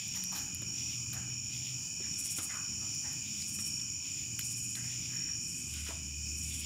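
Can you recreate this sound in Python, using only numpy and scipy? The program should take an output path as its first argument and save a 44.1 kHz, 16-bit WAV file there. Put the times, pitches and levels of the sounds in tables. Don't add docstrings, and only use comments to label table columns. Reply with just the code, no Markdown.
import sys
import numpy as np
from scipy import signal
from scipy.fft import rfft, irfft, next_fast_len
from scipy.io import wavfile

SR = 44100
rng = np.random.default_rng(int(sys.argv[2]) if len(sys.argv) > 2 else 0)


def waveform_to_disk(signal):
    frames = np.transpose(np.atleast_2d(signal))
    scaled = np.clip(frames, -1, 1) * 32767
    samples = np.round(scaled).astype(np.int16)
    wavfile.write(sys.argv[1], SR, samples)


N = 293328
TIME = np.arange(N) / SR

# (wing tone [Hz], spread between animals [Hz], mean stroke rate [1/s], level [dB])
TREE_CRICKETS = [(2459, 68, 48, -54), (2969, 70, 70, -58.5)]
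HIGH_CRICKETS = (6915, 150, 42.5, -43.3)
CHIRPERS = (5600, 165, 53, -50.5)
# (time [s], level [dB])
HIGH_DRIFT = [(0, -45.5), (1.8, -46), (2.45, -44), (3.9, -45), (4.7, -44), (5.4, -45.5), (6.0, -49),
              (6.33, -46.5), (6.65, -46)]
# (start [s], length [s], level relative to its steady trill [dB])
BOUTS = [(0.053, 0.35, 4.5), (0.696, 0.28, 6), (1.326, 0.42, 3.5), (1.99, .31, 6.5), (2.597, 0.5, 6),
         (3.32, 0.7, 3.5), (4.42, .17, 2.5), (4.862, 0.18, 3.5), (5.17, 0.28, 6), (6.243, 0.16, 3)]
BOUT_ATTACK_S, BOUT_RELEASE_S = 0.086, 0.14
# (start [s], wing strokes [count], wing tone [Hz], level before echo [dB])
CHIRPS = [(.15, 9, 5760, -45), (.68, 11, 5630, -49), (.78, 10, 5880, -50), (1.28, 10, 5570, -50),
          (1.98, 11, 5460, -51), (2.899, 12, 5840, -48.5), (3.604, 13, 5545, -42.5), (3.87, 11, 5380, -57),
          (5.161, 11, 5590, -42)]

# (middle of first stroke [s], strokes [count], stroke period [s], level [dB], change per stroke [dB])
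PHRASES = [(2.199, 5, .0598, -39.3, 0.44), (3.49, 4, 0.06, -43, .7), (4.456, 6, .0628, -41.5, -1.45),
           (6.385, 5, 0.054, -47, 0.5)]
# (frequency [Hz], relative level [dB])
RASP_COLOUR = [(3500, -21.5), (6000, -4), (7500, 3), (9500, 2.5), (10500, 1), (11500, -7), (15000, -10)]
STROKE_S, TOOTH_HZ = 0.019, 623
# (start [s], level [dB])
FAR_CALLS = [(0.005, -49.5), (.785, -49.5), (1.535, -49), (2.03, -56.5), (2.26, -54), (3.26, -51.5),
             (4.06, -53), (4.915, -51), (5.745, -48.5), (6.515, -48)]
# (frequency [Hz], relative level [dB])
FAR_COLOUR = [(1750, -22.5), (2100, -3.5), (2350, 1), (3000, 3), (3500, 1), (4200, -7), (5000, 2),
              (8000, -17.5), (14000, -15)]
SYLLABLE_S, SYLLABLE_STEP_S, SYLLABLE_ATTACK_S, SYLLABLE_RELEASE_S = 0.027, 0.12, 0.035, 0.067
FAR_STEADY_DB = -64
# (start [s], length [s], level before flutter [dB])
BUZZES = [(2.18, 0.31, -52.5), (3.432, 0.25, -51), (4.467, 0.32, -51.5), (5.482, 0.36, -50.5),
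          (6.424, 0.21, -50.5)]
# (frequency [Hz], relative level [dB])
BUZZ_COLOUR = [(5000, -31), (7500, 9.5), (8800, 8.5), (10500, 2), (12000, -2), (15000, -10)]
BUZZ_ATTACK_S, BUZZ_RELEASE_S, BUZZ_STEADY_DB = 0.087, 0.15, -66.5

# (start [s], crack level [dB], woody ring level [dB], lowest ring [Hz], time to fall 60 dB [s])
POPS = [(.08, -34, -50, 2600, 0.013), (0.239, -24, -31.5, 2600, 0.0058), (0.547, -24, -44, 2600, .007),
        (.620, -33, -40, 2000, .008), (2.948, -30, -48, 2600, 0.009), (3.13, -33, -50, 2600, 0.0077),
        (3.4233, -39, -31, 2730, 0.015), (3.797, -50, -40, 1950, .022), (4.3926, -19.5, -22.5, 1660, 0.01),
        (4.4106, -34, -33, 2330, 0.013), (4.754, -37, -31.5, 2300, .022), (5.739, -27, -48, 2600, .006),
        (5.9055, -38, -45, 2600, .006)]
# (frequency [Hz], relative level [dB])
CRACK_COLOUR = [(2000, -76), (4500, 9), (7000, 3), (11000, 14.5), (15000, 7)]
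# (multiple of the lowest ring [ratio], relative level [dB])
WOOD_RINGS = [(1, -4), (1.52, 3.5), (1.78, 8), (2.1, -10), (2.55, -13)]

# (peak [s], rub level [dB], dying time [s], lower resonance [Hz], upper resonance [Hz], dry hiss level [dB])
SCUFFS = [(.166, -52.5, 0.048, 900, 1950, -46), (.328, -48.5, 0.026, 865, 1150, -46.5),
          (.368, -49, 0.071, 830, 1600, -42.5), (1.135, -53, .022, 1190, 1720, -42),
          (1.168, -50, 0.061, 780, 1600, -64), (2.049, -58.5, .06, 1700, 1950, -70),
          (2.41, -56, .07, 810, 1250, -70), (2.51, -45, 0.039, 1510, 2080, -72),
          (2.557, -47, 0.056, 1150, 1420, -58), (2.835, -57.5, 0.063, 710, 1270, -75),
          (3.065, -51.5, 0.075, 840, 1830, -65), (4.775, -50.5, 0.042, 1600, 1950, -66),
          (4.86, -55, .08, 1930, 2080, -70), (5.15, -54, .11, 1710, 1980, -58),
          (5.29, -55.5, .04, 1660, 1900, -69), (5.77, -57, 0.093, 1510, 2070, -63),
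          (5.872, -47.5, 0.026, 1490, 1950, -58), (5.908, -48.5, .028, 660, 1060, -65)]
# (frequency [Hz], relative level [dB])
SCUFF_HISS_COLOUR = [(2000, -8), (4000, 6), (9000, -0.5), (13000, 6), (15500, 1)]
SCUFF_WIDTHS_HZ = 92, 190
SCUFF_RISE_SHARE = .42
SCUFF_DIRECT_SHARE = 0.55
GRIT_HZ, GRIT_DB = 260.5, 0.5
# (start [s], dull thud [dB], woody clack [dB])
KNOCKS = [(0.621, -44.5, -52), (2.001, -44.5, -59), (2.385, -41, -41.5), (3.588, -59, -49),
          (3.802, -66, -58), (5.89, -42, -54.5)]
# (frequency [Hz], relative level [dB])
THUD_COLOUR = [(100, -8), (250, 14), (480, -1.5), (800, -19), (2000, -43)]
# (frequency [Hz], relative level [dB])
CLACK_COLOUR = [(400, -16), (800, -7.5), (1350, 1.5), (2000, -2), (3500, -1), (7000, -23)]

RUSTLE_DB, RUSTLE_FADE_DB_PER_S, RUSTLE_FLICKER_DB = -67.5, 0.92, 7.5
# (frequency [Hz], relative level per Hz [dB])
TRAFFIC_COLOUR = [(20, -22), (35, -20), (55, -6.5), (85, 4), (130, 4), (200, -1.5), (300, -5.5), (400, -20),
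                  (550, -34.5), (1050, -34), (1500, -27.5), (2000, -29.5), (3000, -21.5), (6000, -77)]
# (frequency [Hz], relative level per Hz [dB])
HAZE_COLOUR = [(2000, -49), (3200, -31), (4100, -23), (4600, -10), (5100, -0.5), (6200, -1.5), (7400, 1),
               (8200, -19), (9100, -7), (10000, -19), (11000, -24), (15000, -20)]
TRAFFIC_DB, HAZE_DB = -50.5, -47
# (start [s], length [s], firing rate [Hz], climb [Hz], middle level [dB])
DRONES = [(0.187, 0.14, 180, 1.9, -52.5), (.65, 1.11, 120.1, 6.7, -49.5), (3.254, 0.46, 201, 13, -56.5),
          (4.3, 0.87, 117.4, 8.1, -50.5), (5.763, 0.99, 75.3, .7, -46)]
DRONE_ATTACK_S, DRONE_RELEASE_S = 0.067, 0.092
DRONE_WAVER_DB, DRONE_WAVER_SHARE = 2.0, .01
TOP_HZ = 15550


def crickets():
    low = sum(crowd(*row) for row in TREE_CRICKETS)
    drift_s, drift_db = np.transpose(HIGH_DRIFT)
    drift = np.interp(TIME, drift_s, drift_db)
    high = crowd(*HIGH_CRICKETS) * undb(drift - drift.mean())
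    bouts = [undb(db) * swell(start, length, BOUT_ATTACK_S, BOUT_RELEASE_S)
             for start, length, db in BOUTS]
    chirping = crowd(*CHIRPERS) * together([1] + bouts)
    return low + high + chirping


def crowd(hz, spread_hz, rate, db, count=14):
    out = np.zeros(N)
    for rank in (np.arange(count) + .5) / count:
        place = .45 * np.log(rank / (1 - rank))
        own_hz = hz + spread_hz * (place + .6 * walk(25))
        first_stroke = rng.random()
        tempo = rate * (1 + .17 * rng.standard_normal() + .05 * walk(5))
        strokes = first_stroke + np.cumsum(tempo) / SR
        out += wing_tone(strokes, own_hz, sag=.04, duty=.6)
    return undb(db) * unit(yard(out, t60=0.46, wet_db=-9.0))


def wing_tone(strokes, hz, sag, duty):
    closing = np.minimum(strokes % 1 / duty, 1)
    phase = 2 * np.pi * np.cumsum(hz * (1 + sag * (.5 - closing))) / SR
    loudness = 4 * closing * (1 - closing)
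    return loudness * np.sin(phase)


def near_cricket(rate=53.1):
    out = np.zeros(N)
    for start, count, hz, db in CHIRPS:
        strokes = TIME[:int(round(count) / rate * SR)] * rate
        chirp = unit(wing_tone(strokes, hz, sag=0.0334, duty=0.7))
        add(out, start, undb(db) * chirp)
    return yard(out, t60=0.38, wet_db=-26)


def katydids():
    near, t = np.zeros(N), TIME[:4096]
    middle = t.mean()
    press = np.exp(-((t - middle) / STROKE_S) ** 2)
    for first, count, period, db, change_db in PHRASES:
        for k in range(int(round(count))):
            tooth_phase = np.cumsum(TOOTH_HZ * (1 + .2 * walk(150)[:len(t)])) / SR
            teeth = np.exp(-(tooth_phase % 1) / 1.2)
            rasp = unit(teeth * noise(RASP_COLOUR, size=len(t)))
            add(near, first + k * period - middle, undb(db + k * change_db) * press * rasp)
    return yard(near, t60=.35, wet_db=-10)


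def far_katydids():
    syllables = []
    for start, db in FAR_CALLS:
        for k in range(2):
            shape = swell(start + k * SYLLABLE_STEP_S, SYLLABLE_S, SYLLABLE_ATTACK_S, SYLLABLE_RELEASE_S)
            syllables.append(undb(db) * shape)
    steady = undb(FAR_STEADY_DB + 3.3 * walk(13))
    return noise(FAR_COLOUR) * together([steady] + syllables)


def high_buzz():
    buzzes = [undb(db) * swell(start, length, BUZZ_ATTACK_S, BUZZ_RELEASE_S)
              for start, length, db in BUZZES]
    flutter = undb(1.7 * walk(70))
    return noise(BUZZ_COLOUR) * together([undb(BUZZ_STEADY_DB)] + buzzes) * flutter


def fire(count=36):
    out, t = np.zeros(N), TIME[:2048]
    ticks = [(when * N / SR, -51 + 9 * size, -58 + 9 * size, 1500 + 1500 * pitch, .005)
             for when, size, pitch in rng.random((count, 3))]
    for start, crack_db, ring_db, hz, t60 in POPS + ticks:
        crack = noise(CRACK_COLOUR, size=len(t))
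        ring = unit(sum(undb(db) * np.sin(2 * np.pi * hz * multiple * t) for multiple, db in WOOD_RINGS))
        burst = .5 * (undb(crack_db) * crack + undb(ring_db) * ring)
        add(out, start, burst * np.exp(-np.log(1000) * t / t60))
    no_bass = signal.butter(4, 1350, "highpass", fs=SR, output="sos")
    return yard(signal.sosfilt(no_bass, out), t60=.15, wet_db=-11)


def scuffs():
    out, t = np.zeros(N), TIME[:SR // 2]
    for peak, db, fall, low_hz, high_hz, hiss_db in SCUFFS:
        rise = SCUFF_RISE_SHARE * fall
        since = t - 2 * rise
        press = np.where(since < 0, np.exp(-(since / rise) ** 2), np.exp(-np.abs(since) / fall))
        grit = unit(undb(GRIT_DB * walk(GRIT_HZ)[:len(t)]))
        rub_colour = [(low_hz / 3, -11), (low_hz, 0), (high_hz, 0), (high_hz * 2, -9), (high_hz * 5, -30)]
        rub = grit * press * noise(rub_colour, size=len(t))
        rings = sum(resonance(rub, hz, width) for hz, width in zip((low_hz, high_hz), SCUFF_WIDTHS_HZ))
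        hiss = grit * press ** 2 * noise(SCUFF_HISS_COLOUR, size=len(t))
        scuff = undb(db) * (SCUFF_DIRECT_SHARE * rub + rings) + undb(hiss_db) * hiss
        add(out, peak - 2 * rise, scuff)
    for start, thud_db, clack_db in KNOCKS:
        thud = undb(thud_db) * noise(THUD_COLOUR, size=len(t))
        clack = undb(clack_db) * noise(CLACK_COLOUR, size=len(t))
        add(out, start, (thud + clack) * np.exp(-t / 0.014))
    return yard(out, t60=0.6, wet_db=-10.5)


def rustle():
    out = np.zeros(N)
    for hz in np.geomspace(650, 1900, num=12):
        band = rng.standard_normal(N)
        for _ in range(2):
            band = resonance(band, hz, width_hz=170)
        out += band * undb(RUSTLE_FLICKER_DB * np.tanh(walk(14)))
    return unit(out) * undb(RUSTLE_DB - RUSTLE_FADE_DB_PER_S * TIME)


def background():
    rumble = noise(TRAFFIC_COLOUR) * undb(TRAFFIC_DB + 1.78 * walk(7))
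    haze = noise(HAZE_COLOUR) * undb(HAZE_DB + 2.06 * walk(7))
    out = rumble + haze
    for start, length, hz, climb_hz, db in DRONES:
        firing = hz + climb_hz * np.clip((TIME - start) / length, 0, 1) ** 2
        phase = 2 * np.pi * np.cumsum(firing * (1 + DRONE_WAVER_SHARE * walk(14))) / SR
        level = undb(db + DRONE_WAVER_DB * walk(12)) * swell(start, length, DRONE_ATTACK_S, DRONE_RELEASE_S)
        out += np.sqrt(2) * np.sin(phase) * level
    return out


def yard(x, t60, wet_db):
    t = TIME[:SR // 2]
    tail = rng.standard_normal(len(t)) * np.exp(-np.log(1000) * t / t60)
    echo = signal.fftconvolve(x, tail / np.linalg.norm(tail))[:N]
    return x + undb(wet_db) * echo


def resonance(x, hz, width_hz):
    return signal.lfilter(*signal.iirpeak(hz, hz / width_hz, fs=SR), x)


def swell(start, length, attack, release):
    before = np.maximum(start - TIME, 0)
    after = np.maximum(TIME - start - length, 0)
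    return np.exp(-before / attack - after / release)


def together(gains):
    return np.sqrt(sum(gain ** 2 for gain in gains))


def walk(rate):
    knots = rng.standard_normal(int(N / SR * rate) + 2)
    return np.interp(TIME * rate, np.arange(len(knots)), knots)


def noise(points, size=N):
    return unit(colour(rng.standard_normal(size), points))


def colour(x, points):
    hz, db = np.transpose(points)
    size = next_fast_len(len(x))
    f = np.maximum(np.fft.rfftfreq(size, 1 / SR), 1)
    gain = undb(np.interp(np.log(f), np.log(hz), db))
    return irfft(rfft(x, size) * gain, size)[:len(x)]


def undb(db):
    return 10 ** (np.asarray(db) / 20)


def unit(x):
    return x / np.sqrt(np.mean(x ** 2) + 1e-30)


def add(out, start, sound):
    i = max(int(start * SR), 0)
    out[i:i + len(sound)] += sound[:max(N - i, 0)]


def scene():
    insects = crickets() + near_cricket() + katydids() + far_katydids() + high_buzz()
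    mono = insects + fire() + scuffs() + rustle() + background()
    return np.array([mono, mono])


def record(dry):
    return signal.sosfilt(signal.ellip(10, .2, 70, TOP_HZ, fs=SR, output="sos"), dry)


dry = scene()
out = record(dry)
waveform_to_disk(out)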